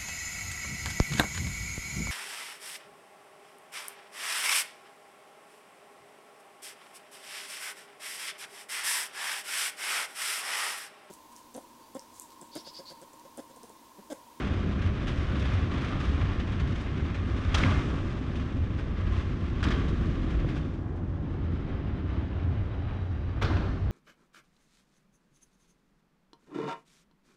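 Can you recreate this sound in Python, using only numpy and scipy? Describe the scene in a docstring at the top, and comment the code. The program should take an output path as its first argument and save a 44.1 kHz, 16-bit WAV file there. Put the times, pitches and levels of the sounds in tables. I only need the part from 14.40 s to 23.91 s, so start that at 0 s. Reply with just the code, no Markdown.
"""A low, throbbing rumble with gritty crackle: a tall sheet-steel hangar door rolls shut, some way off.
Its wheels shake the panels, crush grit on the floor track and clank over the rail joints.
Then the near wheels reach clean rail, and the duller grinding of the far wheels takes over,
with a faint squeal. The hall echoes everything but the deepest rumble."""
import sys
import numpy as np
from scipy import signal
from scipy.fft import rfft, irfft
from scipy.io import wavfile
from scipy.ndimage import uniform_filter1d

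SR = 44100
rng = np.random.default_rng(int(sys.argv[2]) if len(sys.argv) > 2 else 0)


def output_pcm(signal):
    """Save a mono or channel-first signal as 16-bit PCM at the path in sys.argv[1].

    Samples are clipped to [-1, 1] before scaling.
    """
    pcm = np.clip(np.atleast_2d(signal).T, -1, 1) * 32767
    wavfile.write(sys.argv[1], SR, np.round(pcm).astype(np.int16))


N = 419391
T = np.arange(N) / SR


def undb(db):
    """Turn decibels into a number to multiply by."""
    return 10 ** (np.asarray(db) / 20)


def unit(x):
    """Scale to an average strength (rms) of 1."""
    return x / np.sqrt(np.mean(x ** 2))


def curve(rows):
    """Join (time, value) points with straight lines."""
    return np.interp(T, *np.transpose(rows))


def ramp(middle_s, length_s):
    """Rise from 0 to 1 around a moment."""
    return np.clip((T - middle_s) / length_s + .5, 0, 1)


def wander(rate):
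    """Glide to a new random value, rate times a second."""
    step = int(SR / rate)
    held = np.repeat(rng.standard_normal(N // step + 1), step)
    return unit(uniform_filter1d(held, step)[:N])


def add(out, start_s, x):
    """Mix x into out from start_s on."""
    i = int(start_s * SR)
    out[i:i + len(x)] += x[:N - i]


def at_hz(hz, points):
    """Read between (frequency, value) points, spaced by octaves."""
    known_hz, value = np.transpose(points)
    return np.interp(np.log(np.maximum(hz, 1)), np.log(known_hz), value)


def colour(x, tone, tilt_db=0, size=8192):
    """Filter x by a tone table, fading past its ends; tilt_db per octave tips the treble."""
    hz = np.maximum(np.arange(size // 2 + 1) * SR / size, 1)
    octaves_outside = np.abs(np.log2(hz / np.clip(hz, tone[0][0], tone[-1][0])))
    db = at_hz(hz, tone) - 20 * octaves_outside + tilt_db * np.log2(np.maximum(hz, 1000) / 2000)
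    # Fold the filter so that nothing sounds before the hit that causes it.
    cepstrum = irfft(np.log(undb(db)))
    cepstrum[1:size // 2] *= 2
    cepstrum[size // 2 + 1:] = 0
    return signal.fftconvolve(x, irfft(np.exp(rfft(cepstrum))))[:len(x)]


def resonate(x, hz, width_hz):
    """Keep one band of x, so it rings at that pitch."""
    return signal.lfilter(*signal.iirpeak(hz, hz / width_hz, fs=SR), x)


def grains(rate, spread_db):
    """Tiny random impacts, about rate a second, a few much harder than the rest."""
    hits = rng.random(N) < rate / SR
    return hits * rng.choice([-1, 1], N) * undb(spread_db * np.minimum(rng.exponential(size=N), 5))


def chatter(length_s, rise_s=0.002):
    """A quick run of tiny contacts that stops short."""
    t = T[:SR // 10]
    shape = (1 - np.exp(-t / rise_s)) * np.exp(-(t / length_s) ** np.sqrt(2) / 2)
    burst = rng.standard_normal(len(t)) * shape
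    return burst / np.linalg.norm(burst)


def struck(x, tone, tilt_db, peak_hz, boost_db, sharpness=4.7):
    """A struck part colours the blow x and favours one pitch."""
    response = colour(signal.unit_impulse(2048), tone, tilt_db)
    response = response + (undb(boost_db) - 1) * resonate(response, peak_hz, peak_hz / sharpness)
    return signal.fftconvolve(x, response / np.linalg.norm(response)) * np.sqrt(SR / 100)


# The hall's echo. Each row: frequency in Hz, seconds to fade by 60 dB, level in dB.
HALL_ECHO = [(125, 1.35, 2), (500, 1.45, 0), (1000, 1.55, -2.5), (1980, 1.06, -4), (3980, 1.15, -5),
             (8000, 2, -4.5), (15700, .7, -6.5)]
def hall_tail(build_s=0.026):
    """Echoes build up between floor, walls and roof; each octave fades at its own speed."""
    t = T[:SR]
    noise = rfft(rng.standard_normal(len(t)))
    octave = np.log2(np.clip(np.arange(len(noise)) * SR / len(t), 125, 16000) / 125)
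    tail = 0
    for k in range(8):
        fade_s, db = (at_hz(125 * 2 ** k, np.array(HALL_ECHO)[:, [0, c]]) for c in (1, 2))
        fade = undb(-60 * t / fade_s) * (1 - np.exp(-t / build_s))
        band = irfft(noise * np.maximum(1 - np.abs(octave - k), 0))
        tail = tail + band * fade * undb(db) / np.linalg.norm(fade)
    return tail


def hall(x):
    """The echo pattern keeps changing as the door travels."""
    out, hop = np.zeros(N), SR // 2
    window = np.sqrt(np.hanning(2 * hop))
    for i in range(-hop, N, hop):
        start, end = max(i, 0), min(i + 2 * hop, N)
        piece = x[start:end] * window[start - i:end - i]
        add(out, start / SR, signal.fftconvolve(piece, hall_tail()))
    return out


# Thin squeals. Each row: start and end in seconds, pitch in Hz, relative level in dB.
SQUEALS = [(6.85, 7.6, 4950, -82), (7.697, 9.0, 3840, -74.5), (8.203, 9.0, 4730, -82),
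           (8.4, 9.4, 5670, -85)]
def squeals(fade_s=.3, waver_db=2):
    """A wheel's rim rubs the rail and keeps the wheel ringing."""
    out, rubbing = np.zeros(N), rng.standard_normal(N)
    for start, end, hz, db in SQUEALS:
        ring = unit(resonate(rubbing, hz, width_hz=150))
        fade = ramp(start, fade_s) * (1 - ramp(end, fade_s))
        out += undb(db + waver_db * wander(8)) * ring * fade
    return out


# The tone of the distant grinding. Each row: frequency in Hz, level in dB.
FAR_TONE = [(250, -3.5), (500, -1.5), (720, -0.5), (930, -4.5), (1150, -3.5), (1750, -7.5), (2000, -9),
            (2700, -13), (3100, -12.5), (3600, -19.5), (3900, -17), (4150, -24.5), (4900, -28),
            (7500, -48.5)]
# Patches of grit. Each row: middle in seconds, reach to either side in seconds, extra level in dB.
GRIT_PATCHES = [(7.27, 0.12, 1), (7.78, 0.2, 3.5), (7.98, .06, 3), (8.28, .06, 2), (8.47, 0.082, 3.2),
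                (8.85, .05, 1.5)]
def far_wheels():
    """Distant wheels grind on, dull at first, then louder and brighter as they meet more grit."""
    patch_db = sum(db * np.exp(-((T - s) / reach_s) ** 2) for s, reach_s, db in GRIT_PATCHES)
    level_db = -54 + 5 * ramp(middle_s=6.3, length_s=1.3) + patch_db
    treble_db = -17 + 15.5 * ramp(middle_s=6.82, length_s=.5)
    grit = unit(colour(grains(3500, 2.0) * undb(1.7 * wander(25)), FAR_TONE))
    treble = signal.sosfiltfilt(signal.butter(3, 2000, "high", fs=SR, output="sos"), grit)
    return (grit + (undb(treble_db) - 1) * treble) * undb(level_db)


# A loose sheet's hum. Each row: time in seconds, relative level in dB.
SHEET_LEVELS = [(0, -47.5), (1.3, -51), (1.55, -41.5), (1.85, -51), (3.1, -54.5), (3.25, -37), (3.7, -53),
                (5.15, -53), (5.3, -39.5), (5.95, -47.5), (6.5, -40.5), (6.7, -49), (7.0, -43),
                (7.4, -48.5), (8.1, -46), (8.9, -52), (9.1, -42), (9.5, -50)]
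def loose_sheet(hz=270.8, width_hz=26):
    """One loose sheet of the door's skin hums at its own pitch."""
    hum = resonate(rng.standard_normal(N), hz, width_hz)
    hum = resonate(hum, hz, width_hz)  # a second pass narrows the band
    strength = np.sqrt(uniform_filter1d(hum ** 2, SR // 5) + 1e-12)
    return unit(hum / strength) * undb(curve(SHEET_LEVELS))


# The notes of track and frame. Each row: pitch in Hz, relative level in dB,
# seconds to fade by 60 dB when ringing freely.
STEEL_NOTES = [(389, -2, .6), (572, -2.5, .7), (606, -2.5, 1.2), (720, -7, 0.43), (850, -6.5, 1.2),
               (1040, -4.5, .6), (1148, -1.5, 0.92), (1206, -2.5, 1.1), (1360, -5, .7), (1490, -3, .7),
               (1618, 1.5, .4), (1690, -3, .9), (1775, -4.5, .8), (2097, -3, 1.3), (2448, -1.5, .6),
               (2780, -9.5, .5), (3200, -4.5, .7), (3800, -6, .5), (4130, -5.5, 0.45), (4960, -3.5, .5)]
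def shaken_steel(x, ring_db, damping_s, wander_db):
    """Shaking sets the steel ringing; the wheels damp it and favour other notes as they travel."""
    out = x
    for hz, db, fade_s in STEEL_NOTES:
        width_hz = (1 / damping_s + np.log(1000) / fade_s) / np.pi
        out = out + undb(ring_db + db + wander_db * wander(3)) * resonate(x, hz, width_hz)
    return out


def clang(struck_hz, reach_octaves=0.62, scatter_db=2.5, rise_s=0.0031):
    """The steel rings on after a blow, most in the notes near the struck part's pitch."""
    out, t = 0, T[:SR]
    for hz, db, fade_s in STEEL_NOTES:
        luck, phase = rng.standard_normal(2)
        closeness = np.exp(-(np.log2(hz / struck_hz) / reach_octaves) ** 2)
        note = np.sin(2 * np.pi * (hz * t + phase))
        out = out + closeness * note * undb(db + scatter_db * luck - 60 * t / fade_s)
    return out * (1 - np.exp(-t / rise_s))


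# The tone of grit on the near rail. Each row: frequency in Hz, level in dB.
NEAR_TONE = [(250, -16.5), (500, -5), (720, -4.5), (930, -8), (1030, -2), (1150, -0.5), (1470, -3.5),
             (1650, -4), (1950, -5), (3600, -10), (4150, -16.5), (6000, -21), (7200, -28), (9600, -35.5),
             (11500, -52)]
# The near grinding. Each row: time in seconds, relative level in dB.
GRIT_LEVELS = [(0, -40), (.3, -44.5), (.8, -43.5), (1.1, -40), (1.25, -44), (1.4, -40), (1.8, -42),
               (2.05, -45), (2.3, -45), (2.6, -46), (2.9, -45), (3.15, -41), (3.85, -49), (4.4, -50),
               (4.75, -45), (4.97, -50.5), (5.2, -44.5), (5.55, -47), (6.18, -47.5), (6.45, -66),
               (6.9, -57.5), (9.5, -62)]
# Moments when the grit briefly crunches louder, in seconds.
SURGE_TIMES = [3.144, 4.4]
def near_wheels(lead_s=0.0049, reach_s=0.015, surge_db=5.5, dust_db=-70.5):
    """The near wheels crush grit in uneven flurries, twice briefly louder."""
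    surge = sum(np.exp(-((T - s + lead_s) / reach_s) ** 2) for s in SURGE_TIMES)
    crushing = grains(4000, 1.4) * undb(2.45 * np.tanh(wander(60)))
    grit = unit(colour(crushing, NEAR_TONE))
    treble = signal.sosfiltfilt(signal.butter(2, 4200, "high", fs=SR, output="sos"), grit)
    treble_db = -4.5 + 1.5 * wander(8.2)  # sharper grit sounds brighter
    grit = grit + (undb(treble_db) - 1) * treble
    dust = undb(dust_db) * treble  # fine dust hisses even on clean rail
    return grit * undb(curve(GRIT_LEVELS) + surge_db * surge) + dust


# Cracking grains. Each row: start in seconds, relative level in dB, treble tilt in dB per octave.
CRUNCHES = [(.045, -41, 1.5), (.415, -40, 1), (.455, -43, 1.5), (.668, -40, 1), (.678, -36.5, 1.5),
            (.953, -41, -1.5), (.993, -41.5, 3.5), (1.055, -45, 3), (1.08, -42, -3), (1.132, -45, 3),
            (1.311, -41, 0.5), (1.337, -43.5, 2), (1.375, -42, .5), (1.412, -42.5, 3), (1.445, -45, 5),
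            (1.479, -43, 2), (1.599, -41, 2.5), (1.65, -41, 1), (1.729, -43, 1), (1.812, -47, 0),
            (1.995, -39.5, 0), (2.118, -43, 1), (2.196, -38, 0), (2.27, -48, 2), (2.354, -43, -1),
            (2.41, -52, 7), (2.742, -39, 1), (2.87, -48, 0.5), (2.975, -46, 1), (3.045, -42, 0),
            (3.953, -42, 1), (3.996, -42.5, -0.5), (4.664, -47, -1), (4.72, -45, -5), (4.76, -44, -5),
            (4.795, -43.5, -6), (5.48, -45, 4.5), (5.572, -51, 3), (5.654, -48, 3), (5.903, -44, 1),
            (5.993, -46, 0), (6.086, -40.5, 0), (6.162, -44, 1.5), (6.243, -56, 3), (6.335, -58, 5),
            (6.558, -61, 7), (6.76, -55, -2)]
def crunches(middle_hz=3020, scatter_octaves=0.17):
    """Larger grains burst under a wheel, each a short scrape in its own broad band."""
    out = np.zeros(N)
    for start, db, tilt_db in CRUNCHES:
        hz = middle_hz * 2 ** (scatter_octaves * rng.standard_normal())
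        scrape = struck(chatter(0.014), NEAR_TONE, tilt_db, hz, boost_db=4.5, sharpness=2.2)
        add(out, start, undb(db) * scrape)
    return out


# The tone of a struck joint. Each row: frequency in Hz, level in dB.
JOINT_TONE = [(100, -0.5), (280, 4), (450, 1), (650, 0.5), (880, -1), (1200, 3), (2300, -3), (3400, -4),
              (4300, -11), (6000, -15), (7500, -24), (9800, -32), (11500, -46), (15000, -49.5)]
# Metal blows. Each row: start in seconds, relative level in dB, treble tilt in dB per octave,
# chatter length in seconds, favoured pitch in Hz, its boost in dB, relative echo level in dB.
CLANKS = [(3.143, -23, 1.7, 0.0077, 2680, 2, 1), (3.16, -35, -9, 0.0072, 1330, 15, 1),
          (3.181, -31, 1.5, 0.006, 3300, 3, 4), (3.198, -33.5, -4, .005, 1650, 14, 2),
          (3.211, -37, -1, .005, 3250, 11, -1), (3.234, -24.5, -3, 0.0024, 2150, 21, -5),
          (3.247, -31, -4, 0.009, 1080, 5, 1.5), (3.259, -35, -5, .004, 1500, 9, -2),
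          (3.274, -34.5, -5, .006, 1160, 13, 0.5), (3.291, -36, -1, 0.0045, 1250, 10, -3),
          (3.303, -35.5, 0.5, .014, 3000, 4, 2), (3.318, -40, -4, 0.0062, 1290, 12, -4),
          (5.227, -31.5, 1, 0.006, 1640, 11, 2), (5.237, -35.5, 3, .006, 4800, 4, 1),
          (5.244, -36, -1.5, 0.0058, 3000, 7, 3), (5.251, -35, -3, 0.0054, 1140, 13, 0),
          (5.265, -41, -1.5, .009, 2200, 6, 0), (5.284, -36.5, -0.5, 0.0048, 3800, 8, 0),
          (5.303, -33.5, -1, 0.007, 1550, 6, -3), (5.311, -33.5, -.5, .007, 2150, 9, 2),
          (5.317, -35.5, -0.5, .008, 3200, 7, -.5), (6.044, -34, -14, 0.0034, 430, 21, -4),
          (9.013, -35, -2.5, 0.009, 760, 7, 2), (9.019, -26.5, -2.5, 0.0105, 1450, 6, 0),
          (9.021, -34.5, -8, 0.0098, 370, 16, 1), (9.022, -54.5, 9, .008, 13200, 22, 0),
          (9.022, -40, -.5, 0.0091, 5500, 14, -2), (9.023, -39, -2, .005, 3800, 16, -1),
          (9.043, -34.5, -2, .011, 4330, 15, 3.5), (9.072, -38, -3, 0.0082, 1650, 9, 4),
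          (9.1, -35, -4, 0.022, 796, 8, 1), (9.122, -39.5, -1.5, 0.015, 1720, 7, 0),
          (9.165, -38.5, -2.5, .01, 2500, 4, 2), (9.203, -34.5, -9, .02, 290, 15, 3)]
def clanks(rebound_s=.03, scatter_s=.004, loss_db=14, clang_db=-22):
    """Wheels drop into joints and the door knocks in its guides; each blow rebounds once, weaker."""
    blows, rings = np.zeros(N), np.zeros(N)
    for start, db, tilt_db, length_s, hz, boost_db, echo_db in CLANKS:
        echoes = hall_tail(build_s=0.0075)  # each spot has its own echoes
        add(rings, start, undb(db + clang_db) * clang(hz))
        for bounce in range(2):
            blow = undb(echo_db) * echoes
            add(blow, 0, chatter(length_s))
            delay_s = bounce * (rebound_s + scatter_s * rng.standard_normal())
            knock = struck(blow, JOINT_TONE, tilt_db, hz, boost_db)
            add(blows, start + delay_s, undb(db - bounce * loss_db) * knock)
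    return undb(-1.5) * shaken_steel(blows, ring_db=-1.5, damping_s=0.02, wander_db=1.1) + rings


# The tone of the door's thin skin. Each row: frequency in Hz, level in dB.
SKIN_TONE = [(80, -18), (125, 1), (140, 1), (180, -2), (280, -5.5), (340, -7), (390, -10.5), (440, -16),
             (620, -22.5), (800, -40), (1100, -34.5), (3000, -74)]
# Its drumming. Each row: time in seconds, level in dB.
DRUM_LEVELS = [(0, -32.5), (.6, -35.5), (1.5, -34), (1.9, -37.5), (2.8, -36.5), (3.6, -36), (4.0, -37),
               (5.0, -37.5), (5.6, -35), (6.05, -34.5), (6.5, -39), (7.15, -37), (7.9, -38.5), (8.5, -41.5),
               (9.5, -41.5)]
# Jolts from rail joints. Each row: time in seconds, size of the swell in dB.
JOLTS = [(3.2, 9.5), (5.25, 6), (9.04, 12)]
def drumming_skin(rise_s=0.036, settle_s=0.2):
    """Rough rail makes the thin skin drum, harder for a moment after a jolt."""
    jolt_db = sum(db * ramp(s, rise_s) * np.exp(-np.maximum(T - s, 0) / settle_s) for s, db in JOLTS)
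    drum = unit(colour(grains(900, 1.75), SKIN_TONE))
    return drum * undb(curve(DRUM_LEVELS) + jolt_db)


# Each row: start in seconds, level in dB, pitch in Hz.
LOW_SWELLS = [(.09, -26, 85.3), (0.444, -22, 91.4), (0.929, -25.5, 191), (1.138, -22, 87.2),
              (1.669, -22, 70.3), (1.81, -26, 82), (2.09, -25.5, 89), (2.199, -26, 145), (2.471, -30, 87),
              (2.62, -26, 85), (3.05, -22.5, 85), (3.245, -26, 275), (3.262, -21, 93), (4.18, -23, 73),
              (4.68, -24, 90.5), (4.86, -24.5, 92), (5.271, -25, 272), (5.41, -29, 89), (5.91, -25, 54.6),
              (6.042, -23.5, 139), (6.731, -29.5, 87), (7.11, -25, 93), (7.529, -29.5, 90),
              (7.83, -30.5, 90), (8.04, -27.5, 90), (8.439, -27, 87.6), (8.55, -26, 87), (9.025, -23, 88),
              (9.09, -29, 210), (9.111, -24, 96), (9.125, -28.5, 265), (9.19, -29, 190), (9.421, -26, 90)]
def low_swells(cycles_to_peak=1.29):
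    """Short low swells of the rumble, and a few dull thumps, each a few cycles long."""
    out, t = np.zeros(N), T[:SR // 2]
    for start, db, hz in LOW_SWELLS:
        swell = t * hz / cycles_to_peak
        add(out, start, undb(db) * swell * np.exp(1 - swell) * np.sin(2 * np.pi * hz * t))
    return out


def swing(tone, inertia_s):
    """Small bumps keep a heavy part swinging; its weight evens out their strength."""
    motion = colour(grains(900, 0.69), tone, size=32768)
    power = uniform_filter1d(motion ** 2, int(inertia_s * SR)) + 1e-12
    return unit(motion / power ** 0.53)


# The tones of the frame and the main panel. Each row: frequency in Hz, level in dB.
FRAME_TONE = [(10, -22.5), (22, -8.5), (32, -1.5), (45, -2.5), (58, 3.5), (68, 1.5), (76, -2.5), (88, -13),
              (110, -32.5), (190, -37)]
PANEL_TONE = [(55, -26.5), (72, -6.5), (81, -9), (87, 0.5), (95, -1), (104, -8.5), (118, -15), (170, -35)]
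# How loud each is as the door rolls. Each row: time in seconds, level in dB.
FRAME_LEVELS = [(0, -35), (1.1, -31), (1.5, -37.5), (1.75, -31), (2.7, -36.5), (3.15, -28.5), (3.85, -36.5),
                (4.5, -34.5), (4.75, -28.5), (5.02, -37), (5.25, -28), (6.05, -32.5), (6.4, -39),
                (7.4, -35.5), (8.7, -38.5), (9.0, -32.5), (9.5, -33.5)]
PANEL_LEVELS = [(0, -36), (1.2, -34), (2.0, -32.5), (3.3, -32), (3.85, -38), (4.8, -30.5), (5.5, -34),
                (6.5, -37), (7.9, -36), (8.6, -31), (9.5, -34.5)]
# The low rumble swells and sinks at two slow rates. # Each row: swells per second, time of one crest in
# seconds, depth in dB.
THROBS = [(2.89, 0.14, 2), (2.06, 0.34, 2)]
def rumble(wander_db=1.47):
    """Rough rail pushes the wheels, so the frame booms and the main panel drones."""
    throb_db = sum(db * np.cos(2 * np.pi * hz * (T - crest_s)) for hz, crest_s, db in THROBS)
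    panel_db = curve(PANEL_LEVELS) + throb_db + wander_db * wander(6)
    frame = swing(FRAME_TONE, inertia_s=0.19) * undb(curve(FRAME_LEVELS))
    panel = swing(PANEL_TONE, inertia_s=0.11) * undb(panel_db)
    return frame + panel


def scene():
    """Mix the rolling door with its echo in the hall, in one channel."""
    boom, drum = rumble(), drumming_skin()
    crushing = near_wheels() + crunches()
    grit = undb(-1.5) * shaken_steel(crushing, ring_db=-7.0, damping_s=0.011, wander_db=3.0)
    panels = drum + low_swells() + undb(-2.7) * loose_sheet()
    far = far_wheels() + squeals()
    direct = boom + panels + grit + undb(-1) * far
    echo = hall(undb(-6) * panels + undb(-2.0) * grit + undb(-1.5) * far)
    return (direct + echo + clanks())[None]


def record(dry):
    """Cut the treble above 14400 Hz."""
    return signal.sosfilt(signal.ellip(8, .2, 70, 14400, fs=SR, output="sos"), dry)


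dry = scene()
out = record(dry)
output_pcm(out)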